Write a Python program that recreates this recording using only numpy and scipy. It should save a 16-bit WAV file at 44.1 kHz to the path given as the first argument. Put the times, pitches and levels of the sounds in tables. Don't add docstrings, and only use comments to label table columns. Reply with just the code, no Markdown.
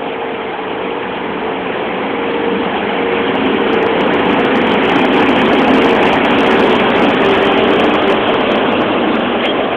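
import sys
import numpy as np
from scipy import signal
from scipy.fft import rfft, irfft, next_fast_len
from scipy.io import wavfile

SR = 44100
rng = np.random.default_rng(int(sys.argv[2]) if len(sys.argv) > 2 else 0)


def put_to_file(sound):
    columns = np.atleast_2d(sound).T
    safe = np.clip(columns, -1, 1)
    whole_steps = np.round(safe * 32767)
    wavfile.write(sys.argv[1], SR, whole_steps.astype(np.int16))


N = 430416
TIME_S = np.arange(N) / SR


def from_db(db):
    return np.exp(np.asarray(db) * np.log(10) / 20)


def unit_rms(x):
    return x / np.sqrt(np.mean(x ** 2) + 1e-20)


def curves(rows):
    time_s, *columns = np.transpose(rows)
    return [np.interp(TIME_S, time_s, column) for column in columns]


def filtered(x, spectrum):
    freq_hz, gain_db = np.transpose(spectrum)
    size = next_fast_len(N + SR // 10, real=True)
    bin_hz = np.maximum(np.arange(size // 2 + 1) * SR / size, 1)
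    gain = from_db(np.interp(np.log(bin_hz), np.log(freq_hz), gain_db))
    return irfft(rfft(x, size) * gain, size)[:N]


def noise(spectrum):
    return unit_rms(filtered(rng.standard_normal(N), spectrum))


def drift(rate_hz):
    hop = 40
    pole = np.exp(-2 * np.pi * rate_hz * hop / SR)
    white = rng.standard_normal(N // hop + 2002)
    slow = signal.lfilter([1], [1, -2 * pole, pole * pole], white)[2000:]
    return np.interp(np.arange(N) / hop, np.arange(len(slow)), unit_rms(slow))


def tone(pitch_hz, scatter, rate_hz):
    phase = 2 * np.pi * (np.cumsum(pitch_hz) / SR + rng.random())
    in_phase = (1 + scatter * drift(rate_hz)) * np.cos(phase)
    quadrature = scatter * drift(rate_hz) * np.sin(phase)
    return unit_rms(in_phase + quadrature)


def nose_to_tail(nose_spectrum, tail_spectrum, start_s=5.67, end_s=8.17):
    angle = np.interp(TIME_S, (start_s, end_s), (0, np.pi / 2))
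    return np.cos(angle) * noise(nose_spectrum) + np.sin(angle) * noise(tail_spectrum)


def flicker(x, depth_db, rate_hz, bands, spacing_hz=350):
    size = next_fast_len(N, real=True)
    spectrum, bin_hz = rfft(x, size), np.arange(size // 2 + 1) * SR / size
    mix = 0
    for weights in np.eye(bands):
        band_gain = np.interp(bin_hz, spacing_hz * np.arange(bands), weights)
        band = irfft(spectrum * band_gain, size)[:N]
        mix += from_db(depth_db * drift(rate_hz)) * band
    return unit_rms(mix)


def pass_by(close_db, front_s, rear_s, distance_s):
    angle = np.arctan2(TIME_S - front_s, distance_s) - np.arctan2(TIME_S - rear_s, distance_s)
    return from_db(close_db) * np.sqrt(np.abs(angle) / np.pi)


def platform_reflection(swell_s, initial_rate_hz, reflection_db):
    speedup_per_s = 0.035
    cycles = initial_rate_hz * (TIME_S - swell_s + speedup_per_s * TIME_S ** 2 / 2)
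    return unit_rms(np.abs(1 + from_db(reflection_db) * np.exp(2j * np.pi * cycles)))


# time_s, shaft_hz
SHAFT_SPEED = [(0, 24.6), (4.3, 24.55), (6, 24.37), (9.76, 24.29)]
# order, approaching_db, alongside_db, leaving_db
SHAFT_HARMONICS = [(9, -39.5, -25.5, -33), (10, -42, -25.5, -31), (11, -35, -24, -36.5),
                   (12, -37, -26, -31), (13, -40.5, -34, -38), (15, -41.5, -28, -41.5),
                   (17, -37, -35.5, -38), (20, -35, -27.5, -35.5), (21, -34.5, -29.5, -36),
                   (29, -41, -40, -46.5), (36, -42, -35.5, -50.5)]
STAGE_EDGES_S = (0, 1.3, 4.7, 5.9, 7.4, 9.76)
# order, swell_s, initial_rate_hz, reflection_db
BLADE_TONES = [(18, 0.46, 0.846, -7), (19, 0.19, 1.279, -6)]
# time_s, level_db
LOWER_BLADE_LEVEL = [(0, -30.5), (1.5, -28.5), (2.2, -34.5), (3.2, -28.5), (3.95, -21.5), (4.35, -27),
                     (5.6, -27.5), (6.7, -23.5), (7.4, -33), (7.85, -23), (8.8, -30.5), (9.76, -32.5)]
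UPPER_BLADE_LEVEL = [(0, -29.5), (1.1, -30), (1.9, -37), (2.15, -19.5), (2.75, -25.5), (3.2, -21.5),
                     (3.6, -23.5), (4.15, -24.5), (4.7, -30), (5.4, -29), (5.9, -19.5), (6.6, -24.5),
                     (7.7, -31), (8.3, -26), (9.76, -36.5)]

def blowers():
    shaft_hz, = curves(SHAFT_SPEED)
    hum = 0
    for order, *stage_db in SHAFT_HARMONICS:
        level_db = np.interp(TIME_S, STAGE_EDGES_S, np.repeat(stage_db, 2))
        hum += from_db(level_db) * tone(order * shaft_hz, scatter=0.44, rate_hz=1.54)
    for (order, *reflection), levels in zip(BLADE_TONES, (LOWER_BLADE_LEVEL, UPPER_BLADE_LEVEL)):
        blade_db, = curves(levels)
        gain = from_db(blade_db) * platform_reflection(*reflection)
        hum += gain * tone(order * shaft_hz, scatter=0.17, rate_hz=4.7)
    return hum


# time_s, pitch_hz, relative_db
CASING_DRONE = [(0, 380, -35.5), (2.4, 378, -39), (3.2, 374, -25), (4.5, 385, -35), (6.3, 381, -21),
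                (7.1, 395, -22.5), (7.55, 389, -17), (8.15, 394, -19.5), (8.5, 390, -29),
                (9.76, 395, -42.5)]

def motor_casing():
    pitch_hz, relative_db = curves(CASING_DRONE)
    return from_db(relative_db - 0.5) * tone(pitch_hz, scatter=1.0, rate_hz=9.0)


# freq_hz, relative_db
DUCT_NOSE = [(140, -32), (163, -13.5), (180, -1), (198, -1), (215, -4), (265, 1.5), (325, -1.5), (380, 1.5),
             (415, 0), (445, -3), (520, -12.5), (650, -26.5), (1000, -42.5)]
DUCT_TAIL = [(140, -29.5), (170, -10), (200, 1), (240, 3.5), (300, -1), (340, -0.5), (400, -1), (440, -10),
             (520, -7.5), (650, -16.5), (1000, -48)]
# close_db, front_s, rear_s, distance_s
DUCT_PASSES = [(-15.2, 3.45, 6.85, 0.68), (-17.7, 7.5, 9.55, 0.7)]

def duct_roar(gust_db=1.15):
    gain = np.sqrt(sum(pass_by(*duct) ** 2 for duct in DUCT_PASSES))
    gusts = from_db(gust_db * drift(rate_hz=2))
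    return gain * gusts * nose_to_tail(DUCT_NOSE, DUCT_TAIL)


# freq_hz, relative_db
ROLLING_NOSE = [(250, -26.5), (480, -4), (600, -0.5), (730, -1), (820, 2), (900, -2), (985, -2), (1060, -5),
                (1500, -13), (2500, -26)]
ROLLING_TAIL = [(200, -16), (480, 2), (600, 4.5), (730, 1), (830, 1.5), (920, -5), (1020, -1.5),
                (1150, -3.5), (1500, -14), (2500, -39)]

def wheel_roll():
    rolling = flicker(nose_to_tail(ROLLING_NOSE, ROLLING_TAIL), depth_db=1.86, rate_hz=25.0, bands=6)
    return pass_by(close_db=-11.65, front_s=5.3, rear_s=8.25, distance_s=1.95) * rolling


# freq_hz, relative_db
LOUVRE_NOSE = [(600, -16), (1200, -1), (1500, 1.5), (1690, 2.5), (2020, 0), (2290, 2.5), (2550, 1),
               (2900, -1.5), (3200, -1.5), (3500, -5), (4500, -4.5)]
LOUVRE_TAIL = [(600, -21), (1200, 0.5), (1600, 4), (2000, 0), (2350, 1.5), (2600, 3), (2950, 1.5),
               (3200, 2.5), (4500, -5)]

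def louvre_hiss(flutter_db=0.22):
    flutter = from_db(flutter_db * drift(rate_hz=60))
    hiss = flicker(nose_to_tail(LOUVRE_NOSE, LOUVRE_TAIL), depth_db=2.5, rate_hz=28.7, bands=11)
    return pass_by(close_db=-12.0, front_s=4.4, rear_s=7.75, distance_s=1.53) * flutter * hiss


# freq_hz, relative_db
RUMBLE_NOSE = [(12, -44.5), (28, -26), (42, -11), (62, -2.5), (100, 0), (150, 2), (220, -6.5), (400, -29.5)]
RUMBLE_TAIL = [(12, -45.5), (28, -30), (42, -20), (62, -5), (100, 0.5), (150, 2.5), (220, -4.5), (400, -35)]

def rumble():
    gain = pass_by(close_db=-27.5, front_s=4.5, rear_s=8, distance_s=1.5)
    return gain * nose_to_tail(RUMBLE_NOSE, RUMBLE_TAIL)


# time_s, pitch_hz, level_db
GEAR_MESH = [(0, 170, -50), (2.6, 192, -32), (4.2, 228, -33.5), (5.5, 260, -18.5), (6.7, 280, -28),
             (7.4, 292, -23.5), (8.0, 303, -23), (8.7, 312, -31.5), (9.2, 323, -24), (9.76, 325, -37.5)]

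def gears():
    mesh_hz, level_db = curves(GEAR_MESH)
    fundamental = tone(mesh_hz, scatter=0.9, rate_hz=7.0)
    octave = from_db(-10) * tone(2 * mesh_hz, scatter=3.0, rate_hz=18.0)
    return from_db(level_db) * (fundamental + octave)


def burst(start_s, attack_s, hold_s, t60_s, level_db):
    age_s = TIME_S - start_s
    attack = np.clip(age_s / attack_s, 0, 1)
    released = np.clip((age_s - attack_s - hold_s) / t60_s, 0, 10)
    return attack * from_db(level_db - 60 * released)


def flange_squeak():
    ring_start_s, attack_s, hold_s = 9.452, 0.015, 0.035
    ring_hz, rise_hz_per_s = 3140, 1900
    scrape = noise([(700, -13), (1200, -8), (2200, 3.5), (3200, -1), (4500, -5.0)])
    scrape *= burst(start_s=9.42, attack_s=0.012, hold_s=0.03, t60_s=0.16, level_db=-15.0)
    pressed_s = np.clip(TIME_S - ring_start_s, 0, attack_s + hold_s)
    ring = tone(ring_hz + rise_hz_per_s * pressed_s, scatter=0.55, rate_hz=60.0)
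    ring *= burst(ring_start_s, attack_s, hold_s, t60_s=0.06, level_db=-21.5)
    return scrape + ring


def scene():
    machinery = blowers() + motor_casing() + gears()
    roar = duct_roar() + wheel_roll() + louvre_hiss() + rumble()
    return (machinery + roar + flange_squeak())[None]


# freq_hz, gain_db
RECORDER_RESPONSE = [(10, -2), (3200, 2), (3400, -1.5), (3600, -9), (3900, -14.5), (4200, -24),
                     (4450, -38.5), (4700, -77), (6000, -100)]

def record(dry):
    clip_level, knee_sharpness, cutoff_hz = 0.72, 60.0, 15900
    narrow = filtered(dry[0], RECORDER_RESPONSE)
    clipped = narrow / (1 + np.abs(narrow / clip_level) ** knee_sharpness) ** (1 / knee_sharpness)
    lowpass = signal.ellip(10, 0.05, 60, cutoff_hz, fs=SR, output="sos")
    return signal.sosfiltfilt(lowpass, clipped)[None]


dry = scene()
out = record(dry)
put_to_file(out)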